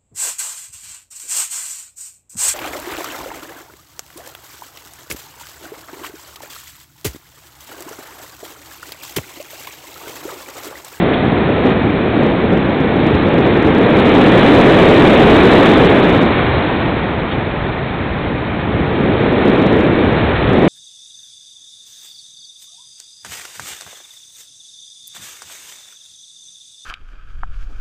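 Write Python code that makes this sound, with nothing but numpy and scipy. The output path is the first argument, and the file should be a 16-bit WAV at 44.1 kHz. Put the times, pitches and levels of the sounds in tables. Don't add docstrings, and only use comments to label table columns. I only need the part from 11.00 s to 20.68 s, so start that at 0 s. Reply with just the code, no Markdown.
import sys
import numpy as np
from scipy import signal
from scipy.fft import rfft, irfft
from scipy.io import wavfile
from scipy.ndimage import uniform_filter1d, map_coordinates

SR = 44100
rng = np.random.default_rng(int(sys.argv[2]) if len(sys.argv) > 2 else 0)


def persist_wave(psi):
    counts = np.round(np.clip(psi, -1, 1) * 32767).astype(np.int16)
    wavfile.write(sys.argv[1], SR, np.atleast_2d(counts).T)


N = 426888
TIME, HZ = np.arange(N) / SR, np.fft.rfftfreq(N, 1 / SR)

# t/s, level/dB
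AIRSPEED = [(0.0, -23.5), (1.0, -25.0), (1.8, -24.5), (2.8, -21.5), (3.35, -18), (4.6, -17), (5.05, -19.5),
            (5.55, -22), (6.15, -25.5), (6.8, -27), (7.55, -27), (8.1, -24.5), (8.5, -22.5), (8.95, -23.0),
            (9.2, -22.5), (9.68, -22.5)]
# t/s, loss of buffeting/dB
PORT_SHELTER = [(0.0, 1.4), (1.8, 1.3), (2.3, 0.5), (3.3, -0.3), (4.2, -0.5), (5.19, 0.9), (5.38, 9),
                (5.95, 6), (6.55, 10), (7.52, 7), (7.92, 3), (8.7, -0.7), (9.05, 1.5), (9.38, 9.5),
                (9.56, 0.5), (9.68, -5)]
# t/s, length/s, lift of the buffeting/dB, lift of the hiss/dB
WIND_GUSTS = [(0.69, 0.085, 4.5, 4.5), (1.237, .14, 4, 2.5), (1.532, 0.048, 6.5, 0), (2.055, 0.11, 2, 2),
              (2.464, .08, 3, 2), (3.15, .2, 0.5, 1), (7.304, 0.09, 3, 0), (8.03, 0.082, 3.5, 0)]
CRUISE_DB = -24


def gain_of(db):
    return 10 ** (np.asarray(db) / 20)


def evened(x):
    return x / np.sqrt(np.mean(x ** 2) + 1e-20)


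def follow(rows):
    return np.interp(TIME, *np.transpose(rows))


def spectrum_at(points):
    hz, db = np.transpose(points)
    return np.interp(np.log(HZ + 1), np.log(hz + 1), db)


def swell(center_s, length_s):
    return np.exp(-(2 * (TIME - center_s) / length_s) ** 2)


def excess_db():
    return follow(AIRSPEED) - CRUISE_DB


def turbulence(spectrum_db):
    white = rng.standard_normal(N)
    return evened(irfft(rfft(white) * gain_of(spectrum_db), N))


def flutter(rate_hz):
    white = rng.standard_normal(N)
    band = (HZ > rate_hz / 5) / (1 + (HZ / rate_hz) ** 4)
    return evened(irfft(rfft(white) * band, N))


def steadied(x, span_s):
    size = max(int(span_s * SR), 2)
    power = uniform_filter1d(uniform_filter1d(x ** 2, size), size)
    return x / np.sqrt(power + 1e-9)


def carried(x, pace):
    position = np.cumsum(pace) % N
    return map_coordinates(x, [position], order=1, mode="wrap")


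def case_db():
    # f/Hz, width/Hz, boost/dB
    hollows = [(1840, 240, 2.5), (2270, 250, 2)]
    return sum(db / (1 + (2 * (HZ - hz) / width) ** 2) for hz, width, db in hollows)


def rumble(cruise_level_db=-24.5, growth=0.33, wake_share=0.23, wander_db=1.0):
    # f/Hz, density/dB (relative)
    rumble_spectrum = [(10, -34.5), (22, -22), (33, -11.5), (45, -7), (65, 0), (100, 0), (150, -2.5),
                       (250, -13.5), (600, -37)]
    # t/s, length/s, lift of the rumble/dB
    camera_thumps = [(2.15, 0.063, 9), (3.97, 0.28, 3.5), (4.31, .15, 7), (5.132, .12, 7.5),
                     (5.49, 0.23, 5), (7.8, 0.16, 5.5), (8.124, 0.14, 1.5), (9.15, 0.39, 5.5),
                     (9.47, 0.15, 7.5)]
    thump_db = sum(db * swell(s, length) for s, length, db in camera_thumps)
    speed_lift_db = growth * excess_db()
    wake_lift_db = wake_share * follow(PORT_SHELTER)
    level_db = cruise_level_db + speed_lift_db + wake_lift_db + thump_db
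    eddies = steadied(turbulence(spectrum_at(rumble_spectrum)), span_s=0.15)
    return eddies * gain_of(level_db + wander_db * flutter(rate_hz=4.5))


def buffet(cruise_level_db=-13, growth=0.96, pitch_rise=0.17, gusty_db=0.75, lumpy_db=1.18):
    # f/Hz, density/dB (relative)
    buffet_spectrum = [(50, -27.5), (100, -8), (160, -2), (270, 0), (365, -1), (465, -4), (610, -10),
                       (850, -19), (1300, -33.5), (3000, -47)]
    speed_db = excess_db()
    gust_db = sum(db * swell(s, length) for s, length, db, _ in WIND_GUSTS)
    level_db = cruise_level_db + growth * speed_db - follow(PORT_SHELTER) + gust_db
    pace = gain_of(pitch_rise * (speed_db - speed_db.mean()))
    eddies = steadied(carried(turbulence(spectrum_at(buffet_spectrum)), pace), span_s=0.13)
    slow_gusts_db = gusty_db * flutter(rate_hz=9)
    lumps_db = lumpy_db * flutter(rate_hz=30)
    return eddies * gain_of(level_db + slow_gusts_db + lumps_db)


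def airflow(rush_db=4, hiss_db=-32, hiss_growth=1.41, gust_share=0.35, surge_db=2.0, flicker_db=0.22):
    # f/Hz, density/dB (relative)
    rush_spectrum = [(60, -3), (200, 6), (500, 5.5), (750, 5.5), (1000, 2.5), (1300, 0.5), (1600, -1),
                     (2100, -4), (2450, -4), (2750, -12), (4000, -18.5), (5000, -48.5)]
    # f/Hz, density/dB (relative)
    hiss_spectrum = [(1200, -23.5), (2200, -6), (2700, -2.5), (3000, -3), (3500, -2), (3830, -0.2),
                     (4000, 0.5), (4250, -3.5), (4800, -23.5)]
    speed_db = follow(AIRSPEED)
    gust_db = sum(db * swell(s, length) for s, length, _, db in WIND_GUSTS)
    rush_level_db = speed_db + rush_db + gust_share * gust_db
    rush = turbulence(spectrum_at(rush_spectrum) + case_db()) * gain_of(rush_level_db)
    hiss_level_db = hiss_db + hiss_growth * excess_db() + gust_db
    hiss = turbulence(spectrum_at(hiss_spectrum) + case_db()) * gain_of(hiss_level_db)
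    surge = gain_of(speed_db - speed_db.max()) ** 2
    return (rush + hiss) * gain_of(surge_db * surge + flicker_db * flutter(rate_hz=56))


def scuffs(width_hz=800):
    # t/s, level/dB, f/Hz, length/s
    airframe_scuffs = [(0.143, -23, 3000, 0.018), (0.17, -35, 3600, 0.04), (6.325, -30.5, 3300, 0.045)]
    out = np.zeros(N)
    for s, db, hz, length in airframe_scuffs:
        rub = turbulence(-20 * np.log10(1 + ((HZ - hz) / width_hz) ** 2))
        out += rub * gain_of(db) * swell(s, length)
    return out


def scene():
    return (rumble() + buffet() + airflow() + scuffs())[None]


def low_pass(x, hz, size):
    taps = signal.firwin(size, hz, window=("kaiser", 8), fs=SR)
    return signal.oaconvolve(x, taps[None], "same")


def record(dry, input_limit=0.72, knee=36, output_limit=0.708):
    down, up = 80, 441
    half_rate = signal.firwin(up * 30 + 1, 1 / up, window=("kaiser", 9))
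    coarse = signal.resample_poly(dry, down, up, axis=1, window=half_rate)
    saturated = coarse / (1 + abs(coarse / input_limit) ** knee) ** (1 / knee)
    smooth = signal.resample_poly(saturated, up, down, axis=1, window=half_rate)[:, :N]
    clipped = np.clip(smooth, -output_limit, output_limit)
    return low_pass(clipped, hz=15900, size=511)


dry = scene()
out = record(dry)
persist_wave(out)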